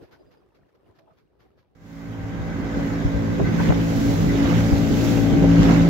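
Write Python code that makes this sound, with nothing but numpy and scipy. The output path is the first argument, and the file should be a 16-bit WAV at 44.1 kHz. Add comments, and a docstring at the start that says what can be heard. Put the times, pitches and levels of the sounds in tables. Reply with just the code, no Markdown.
"""Small waves lap at a drifting aluminium boat: slosh, bubbles, plops of drips and trapped air, a faint squeak.
Then the boat fades in under way. Wind buffets the two microphone ports, water rushes and sprays along the side,
chop slaps the bottom and loose panels rattle. The outboard holds its cruising speed: its firings make a stack
of exhaust tones, shake the cowling and boom in the open hull."""
import sys
import numpy as np
from scipy import signal
from scipy.fft import rfft, irfft, next_fast_len
from scipy.io import wavfile
from scipy.ndimage import uniform_filter1d

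SR = 44100
rng = np.random.default_rng(int(sys.argv[2]) if len(sys.argv) > 2 else 0)


def materialize(psi):
    """Save the field psi as 16-bit PCM at rate SR to the path in sys.argv[1].

    A 1-D psi becomes a single channel; in a 2-D psi each row is a channel.
    """
    bounded = np.clip(np.atleast_2d(psi).T, -1, 1)
    quanta = np.round(bounded * 32767).astype(np.int16)
    wavfile.write(sys.argv[1], SR, quanta)


N = 259749
TIME = np.arange(N) / SR
UNDER_WAY_S = 1.749  # the drifting boat gives way to the boat at speed


def gain_of(db):
    """Decibels to amplitude."""
    return 10 ** (np.asarray(db) / 20)

def unit_rms(x):
    """Scales to rms 1."""
    return x / np.sqrt(np.mean(x ** 2) + 1e-20)

def curve(rows, column=1):
    """An automation lane: one table column, joined by straight lines in time."""
    rows = np.asarray(rows)
    return np.interp(TIME, rows[:, 0], rows[:, column])

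def humps(rows):
    """Smooth passing lifts in level, in dB."""
    return sum(db * np.exp(-((TIME - s) / half) ** 2) for s, half, db in rows)

def swell(t, length):
    """An envelope that rises to 1 in half the length, then dies away."""
    age = 2 * np.maximum(t, 0) / length
    return (age * np.exp(1 - age)) ** 2

def wander(rate_hz):
    """Slow random modulation at rms 1."""
    control_hz = 500
    hz = np.fft.rfftfreq(4096, 1 / control_hz)
    slow = irfft(rfft(rng.standard_normal(4096)) / (1 + (hz / rate_hz) ** 4))
    return unit_rms(np.interp(TIME * control_hz, np.arange(len(slow)), slow))

def add(mix, s, sound):
    """Mixes a stereo sound in at time s."""
    part = mix[:, max(round(s * SR), 0):][:, :sound.shape[1]]
    part += sound[:, :part.shape[1]]

def noise():
    """Two unrelated white noises."""
    return rng.standard_normal((2, N))

def stereo(pair, same, left_db):
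    """Blends two unrelated signals into a left and right of given likeness and balance."""
    mid, side = np.sqrt((1 + same) / 2) * pair[0], np.sqrt((1 - same) / 2) * pair[1]
    return np.array([(mid + side) * gain_of(left_db / 2), (mid - side) * gain_of(-left_db / 2)])

def equalise(x, eq):
    """Shapes x with an EQ curve, at rms 1."""
    size = next_fast_len(N, True)
    hz, db = np.transpose(eq)
    gain = gain_of(np.interp(np.log(np.fft.rfftfreq(size, 1 / SR) + 1), np.log(hz), db))
    return unit_rms(irfft(rfft(x, size) * gain, size)[..., :N])

def ring(x, hz, width_hz):
    """A band-pass resonance, at rms 1."""
    return unit_rms(signal.lfilter(*signal.iirpeak(hz, hz / width_hz, fs=SR), x))

def churn(patchy_db, drops_per_s, drop_share, spread_db):
    """Water texture: a noise bed and drops of uneven size, patchy in time and pitch."""
    sizes = gain_of(spread_db * np.minimum(rng.exponential(1, N), 4))
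    drops = unit_rms(noise() * sizes * (rng.random(N) < drops_per_s / SR))
    spectra = signal.stft(noise() + drop_share * drops, nperseg=512)[2]
    patches = uniform_filter1d(rng.standard_normal(spectra.shape[1:]), size=6, axis=0)
    patches = unit_rms(uniform_filter1d(patches, size=7, axis=1))
    return signal.istft(spectra * gain_of(patchy_db * patches), nperseg=512)[1][:, :N]

def hits(rows, width, same, top):
    """Noise puffs swell and die in a resonance; width and top (low-pass) are multiples of its pitch."""
    out, t = np.zeros((2, N)), TIME[:SR // 3]
    for s, db, hz, length in rows:
        puff = ring(stereo(rng.standard_normal((2, len(t))), same, 0), hz, width * hz)
        puff = signal.sosfilt(signal.butter(2, top * hz, fs=SR, output="sos"), puff)
        add(out, s, gain_of(db) * unit_rms(puff * swell(t, length)) * np.sqrt(length * SR / len(t)))
    return out


# Squeak cues: t/s, length/s, level/dB
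SQUEAK_CUES = [(.18, .06, -76), (.255, .05, -75), (.365, .045, -79)]
def squeaks(pitch_hz=4900):
    """A piece of boat hardware rubs: a faint, unsteady whistle."""
    out = np.zeros(N)
    for s, length, db in SQUEAK_CUES:
        rub = np.sin(np.pi * np.clip((TIME - s) / length, 0, 1))
        level = gain_of(db + 2.4 * wander(90))
        out += level * rub * np.sin(2 * np.pi * np.cumsum(pitch_hz + 15 * wander(90)) / SR)
    return out

def bubbles(count=240, level_db=-5.5, spread_db=13, low_hz=520, high_hz=3000, cycles=6):
    """Small bubbles ring for a few cycles, rising in pitch as they near the surface."""
    out, t = np.zeros((2, N)), TIME[:SR // 20]
    for when, pitch, size, pan in rng.random((count, 4)):
        hz = low_hz * (high_hz / low_hz) ** pitch
        age = t * hz / cycles
        blip = np.sin(2 * np.pi * hz * t * (1 + 0.0098 * age)) * np.exp(-age) * (1 - np.exp(-10 * age))
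        blip *= gain_of(level_db + spread_db * size ** 2) * (low_hz / hz) ** 0.74
        add(out, when * UNDER_WAY_S, np.sqrt([[pan], [1 - pan]]) * blip)
    return out

# EQ of the dark slosh and the bright splash: f/Hz, level/dB
SLOSH_EQ = [(25, -20), (55, 5), (130, 1.5), (230, -2.5), (370, 3.5), (620, -6), (1000, -14.5),
            (2100, -26.5), (3500, -29), (7000, -42)]
SPLASH_EQ = [(400, 6), (900, 4.5), (1500, 4.5), (2200, 0), (3000, -4.5), (5200, -6), (7200, -20),
             (8600, -39), (12000, -14), (16000, -31)]
# Swells rock the hull and stir the slosh: crest t/s, half length/s, lift/dB
ROCKING = [(.02, .03, 9.5), (.24, 0.12, 2.5), (.885, 0.045, 7), (1.11, 0.066, 4.5), (1.47, 0.073, 7)]
# Wavelets break on the side: t/s, level/dB, length/s
WAVELETS = [(0.009, -60.5, 0.054), (0.107, -55.5, 0.043), (0.301, -63.5, 0.049), (0.542, -65, .03),
            (0.685, -76, 0.014), (0.747, -66.5, .014), (0.94, -67, 0.058), (0.986, -58.5, 0.011),
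            (1.165, -66, 0.041), (1.389, -63, 0.047), (1.568, -65.5, 0.044)]
def lapping(slosh_db=-57, ripple_db=-78.5, settle_db_per_s=-5.5):
    """Water sloshes under the drifting hull and splashes at its side, slowly settling."""
    slosh = churn(patchy_db=2.5, drops_per_s=270, drop_share=0.63, spread_db=0)
    slosh = equalise(stereo(slosh, same=0.036, left_db=0.5), SLOSH_EQ)
    splash = churn(patchy_db=0.5, drops_per_s=530, drop_share=0.6, spread_db=2)
    splash = equalise(stereo(splash, same=0.085, left_db=-0.5), SPLASH_EQ)
    stirred_db = settle_db_per_s * TIME + humps(ROCKING)
    ripples = gain_of(ripple_db + 0.64 * stirred_db)  # small far waves partly follow the slosh
    breaking = sum(gain_of(db) * swell(TIME - s, length) for s, db, length in WAVELETS)
    return (slosh + bubbles()) * gain_of(slosh_db + stirred_db) + splash * (ripples + breaking)

# Plop cues: t/s, level/dB, f/Hz, length/s
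PLOP_CUES = [(.13, -58, 1500, 0.018), (.434, -66, 589, 0.0042), (.595, -65, 616, 0.0044),
             (.689, -66, 490, .005), (.744, -63, 476, .006), (.801, -62, 510, .005),
             (.878, -57, 103, 0.028), (.964, -65, 655, 0.0078), (.97, -63.5, 660, 0.066),
             (1.066, -62, 640, 0.028), (1.068, -61, 840, .027), (1.1, -64, 1240, 0.021),
             (1.455, -66, 770, 0.018), (1.573, -62, 533, 0.0071)]
def plops():
    """Drips fall and trapped air gurgles under the hull, each plop with a hollow pitch."""
    return hits(PLOP_CUES, width=0.019, same=0.43, top=2.4)

# EQ of the wind bed: f/Hz, level/dB
WIND_EQ = [(25, 0), (40, -13), (55, -3.5), (72, 6), (110, 18), (170, -8), (260, -4), (400, -28), (800, -55)]
def wind(level_db=-26, lumpy_db=-2.5):
    """Head wind: lumpy low turbulence, mostly unrelated at the two ports."""
    eddies = stereo(noise(), same=0.15, left_db=-1.5)
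    return equalise(eddies * gain_of(lumpy_db * wander(25)), WIND_EQ) * gain_of(level_db)

# Gust cues: t/s, level/dB, f/Hz, length/s
GUST_CUES = [(2.19, -34, 66.4, 0.054), (2.35, -30.5, 56, 0.097), (2.7, -32, 56, 0.13),
             (3.04, -17, 62, 0.023), (3.11, -23, 56.4, 0.066), (3.4, -21, 113, 0.047),
             (3.68, -14.5, 117, 0.038), (4.44, -25, 97, 0.028), (4.71, -14, 80, 0.034),
             (4.905, -16, 84, 0.014), (5.3, -21.5, 110, 0.077), (5.42, -23, 99, 0.037),
             (5.585, -13, 101, 0.018)]
def gusts():
    """Gusts hit the ports with low thuds."""
    return hits(GUST_CUES, width=0.27, same=0.3, top=4.1)

# EQ of the hull rumble and the bow wash: f/Hz, level/dB
RUMBLE_EQ = [(60, -11.5), (130, 1), (220, 6.5), (320, 2.5), (450, -5.5), (600, -10), (850, -15.5),
             (1500, -89), (3000, -64)]
WASH_EQ = [(250, 6), (600, 2), (900, 5), (1250, 2), (2100, 0.5), (2700, -11.5), (4000, -47), (7000, -36),
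           (8500, -38)]
# The bow runs into waves: crest t/s, half length/s, surge/dB
BOW_WAVES = [(2.15, 0.54, 4), (2.87, 0.35, 5), (3.65, 0.16, 7), (4.49, 0.18, 5.5), (5.1, 0.077, 1.5),
             (5.68, 0.15, 7)]
def hull_water(firings, rumble_db=-27, wash_db=-35.5, throb=0.15):
    """The hull rumbles over the chop and the bow wash churns; both surge with each wave."""
    rumble = churn(patchy_db=3, drops_per_s=150, drop_share=0.13, spread_db=-0.5)
    rumble = equalise(stereo(rumble, same=0.74, left_db=-2.5), RUMBLE_EQ)
    wash = churn(patchy_db=1, drops_per_s=540, drop_share=0.4, spread_db=2.5)
    wash = equalise(stereo(wash, same=-0.066, left_db=-4), WASH_EQ)
    surge_db = humps(BOW_WAVES)
    wake_db = 0.76 * (TIME - UNDER_WAY_S)  # the microphone turns toward the wake
    rumble *= gain_of(rumble_db + 0.45 * surge_db + wake_db)
    wash *= gain_of(wash_db + surge_db)
    shaken = 1 + throb * np.cos(2 * np.pi * firings)  # the engine shakes the wetted hull
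    return (rumble + wash) * shaken

# Panning as the microphone swings: t/s, engine left-right/dB, engine left lag/s, spray left-right/dB
PANNING = [(2, -4, .0001, 1.5), (2.7, -1.5, .0004, 1), (3.6, -1, .0004, -1.5), (4.5, 2.5, .0004, -3.5),
           (5.2, 8, -.0001, -3.5), (5.7, -0.5, -.0001, -2.5)]
# EQ of the spray: f/Hz, level/dB
SPRAY_EQ = [(800, -12.5), (2200, 4), (3200, 4), (4500, -2.5), (6700, -3.5), (7500, -10.5), (8500, -29),
            (10000, -24.5), (16000, -34)]
def spray(level_db=-46.5):
    """Thrown drops hiss along the side, surging with each wave."""
    drops = churn(patchy_db=2.37, drops_per_s=2500, drop_share=0.98, spread_db=-1.5)
    hiss = equalise(stereo(drops, same=0, left_db=curve(PANNING, column=3)), SPRAY_EQ)
    wake_db = 1.5 * (TIME - UNDER_WAY_S)  # the microphone turns toward the wake
    return hiss * gain_of(level_db + 0.78 * humps(BOW_WAVES) + wake_db)

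# EQ of the mist: f/Hz, level/dB
MIST_EQ = [(3000, 7), (6500, 6), (7500, 3), (8500, -13.5), (9800, -7.5), (11500, -2), (15800, -3)]
# Passing sheets of mist: middle t/s, half length/s, lift/dB
MIST_SHEETS = [(1.9, 0.23, 7.5), (2.85, 0.095, 3), (3.63, .08, 5.5), (4.06, 0.28, 9.5), (4.66, 0.21, 6.5),
               (5.08, 0.2, 10.5), (5.7, 0.12, 6)]
def mist(level_db=-46.5):
    """Fine mist blows past in sheets of airy hiss."""
    hiss = equalise(stereo(noise(), same=0, left_db=curve(PANNING, column=3)), MIST_EQ)
    return hiss * gain_of(level_db + 0.5 * wander(30) + humps(MIST_SHEETS))

# Slap cues: t/s, level/dB, f/Hz, length/s
SLAP_CUES = [(2.79, -34, 484, 0.011), (3.393, -20.5, 410, 0.015), (3.411, -21, 348, 0.0072),
             (3.595, -26.5, 750, 0.017), (3.702, -14.5, 510, .006), (3.721, -18, 560, 0.0051),
             (4.4, -35, 384, 0.037), (4.45, -29.5, 940, 0.012), (4.52, -30, 600, 0.016),
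             (5.43, -19.5, 384, 0.024), (5.63, -27, 3080, 0.0036), (5.68, -24.5, 700, 0.041)]
def slaps():
    """Chop strikes the bottom with short, heavily damped smacks."""
    return hits(SLAP_CUES, width=1.5, same=0.062, top=1.24)

# Rattle cues: t/s, level/dB, f/Hz, length/s
RATTLE_CUES = [(3.43, -39.5, 1526, 0.068), (3.435, -39.5, 2020, 0.056), (3.58, -36, 1510, 0.031),
               (4.285, -36.5, 2010, 0.033), (4.29, -43, 1480, .035)]
def rattles():
    """Loose panels break into a ringing rattle."""
    return hits(RATTLE_CUES, width=0.04, same=0.2, top=2)

# Engine firing rate: t/s, f/Hz
FIRING_RATE = [(2.15, 55.4), (2.5, 55.75), (3.8, 55.92), (4.2, 55.85), (4.7, 56.3), (5.1, 55.86),
               (5.4, 55.76), (5.75, 56.02)]
def firing_count(jitter=0.00086):
    """Running count of firings at a slightly unsteady cruising speed."""
    return np.cumsum(curve(FIRING_RATE) * (1 + jitter * wander(6.85))) / SR

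# Engine faders for the moving listener: t/s, exhaust level/dB, cowling level/dB
ENGINE_FADERS = [(1.9, -23, -17), (2.7, -20, -11.5), (3.4, -21.5, -19.5), (5, -22.5, -23),
                 (5.6, -16.5, -17), (5.89, -21, -17.5)]
# Cowling and hull panel resonances: f/Hz, width/Hz, relative level/dB
PANEL_MODES = [(1558, 99, -22), (2014, 127, -24.5)]
def clatter(firings, decay_cycles=0.42, steady=0.49, trim_db=-5):
    """Every firing shakes the cowling and hull panels."""
    shake = stereo(noise(), same=0.11, left_db=3.5) * (steady + np.exp(-(firings % 1) / decay_cycles))
    panels = sum(gain_of(db) * ring(ring(shake, hz, 2 * width), hz, 2 * width)
                 for hz, width, db in PANEL_MODES)
    return panels * gain_of(curve(ENGINE_FADERS, column=2) + trim_db)

def sway(depth_db=4.5, crest_s=4.235, period_s=0.339, middle_s=4.32, half_s=0.55):
    """Swaying through the hull's standing waves briefly trades one booming note for the other, in dB."""
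    swing = np.cos(2 * np.pi * (TIME - crest_s) / period_s)
    return depth_db * swing * np.exp(-((TIME - middle_s) / half_s) ** 4)

# Exhaust tones and the cowling's whirr: f/firing rate
EXHAUST_ORDERS = (1, 2, 4, 6, 7, 8, 9, 10, 11, 12, 14, 15)
WHIRR_ORDERS = (17, 19, 21, 23, 24, 27, 28, 29, 36)
# Trim of each exhaust tone: level/dB
EXHAUST_TRIMS = [-11.5, -9, -10, -26.5, -20, -22, -16.5, -17, -22, -25, -24, -31]
# Standing waves boom in the hull, by listening place: t/s, third order level/dB, fifth order level/dB
HULL_BOOM = [(1.75, -25, -33), (1.95, -25.5, -24.5), (2.2, -26.5, -26.5), (2.48, -23.5, -31.5),
             (2.68, -32, -24.5), (2.84, -23.5, -20), (3.15, -27.5, -23.5), (3.66, -19.5, -25.5),
             (3.96, -28.5, -22.5), (4.3, -24.5, -25), (5.05, -29, -25.5), (5.6, -16, -17),
             (5.89, -16.5, -23.5)]
def outboard(firings, whirr_db=-36, waver_db=2.5, boom_waver_db=0.8, smear=0.14, port_spread=0.28):
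    """Multiples of the firing rate waver as the boat pitches, and reach the ports a little apart."""
    exhaust_db, cowling_db = curve(ENGINE_FADERS), curve(ENGINE_FADERS, column=2)
    booming = (3, curve(HULL_BOOM) + sway()), (5, curve(HULL_BOOM, column=2) - sway())
    tones = [(order, exhaust_db + db + waver_db * wander(4.2))
             for order, db in zip(EXHAUST_ORDERS, EXHAUST_TRIMS)]
    tones += [(order, db + boom_waver_db * wander(4)) for order, db in booming]
    tones += [(order, cowling_db + whirr_db + waver_db * wander(9.3)) for order in WHIRR_ORDERS]
    sides = np.array([[0.5], [-0.5]])
    arriving = firings - sides * curve(PANNING, column=2) * curve(FIRING_RATE)
    out = np.zeros((2, N))
    for order, db in tones:
        # shifting reflections smear the phase
        drift = np.sqrt(order) * (smear * wander(8.6) + sides * port_spread * wander(1))
        out += np.sqrt(2) * gain_of(db) * np.cos(2 * np.pi * (order * arriving + rng.random()) + drift)
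    return out * gain_of(sides * curve(PANNING))

def scene(cut_s=0.0035, fade_s=2.81):
    """The drifting boat cuts out and the boat at speed fades in; slaps, gusts and rattles skip the fade."""
    firings = firing_count()
    running = outboard(firings) + clatter(firings) + hull_water(firings) + spray() + mist() + wind()
    accents = slaps() + gusts() + rattles()
    drifting = lapping() + plops() + squeaks()
    under_way = np.clip((TIME - UNDER_WAY_S) / cut_s, 0, 1)
    fade = np.clip((TIME - UNDER_WAY_S) / fade_s, 0.015, 1) ** 0.82
    return (1 - under_way) * drifting + under_way * fade * running + accents

def record(dry, low_cut_hz=36, high_cut_hz=15850):
    """The microphone's bass cut and a steep band limit."""
    thinned = signal.sosfilt(signal.butter(4, low_cut_hz, "high", fs=SR, output="sos"), dry)
    band_limit = signal.firwin(511, high_cut_hz, window=("kaiser", 9), fs=SR)
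    return signal.oaconvolve(thinned, band_limit[None], "same")


dry = scene()
out = record(dry)
materialize(out)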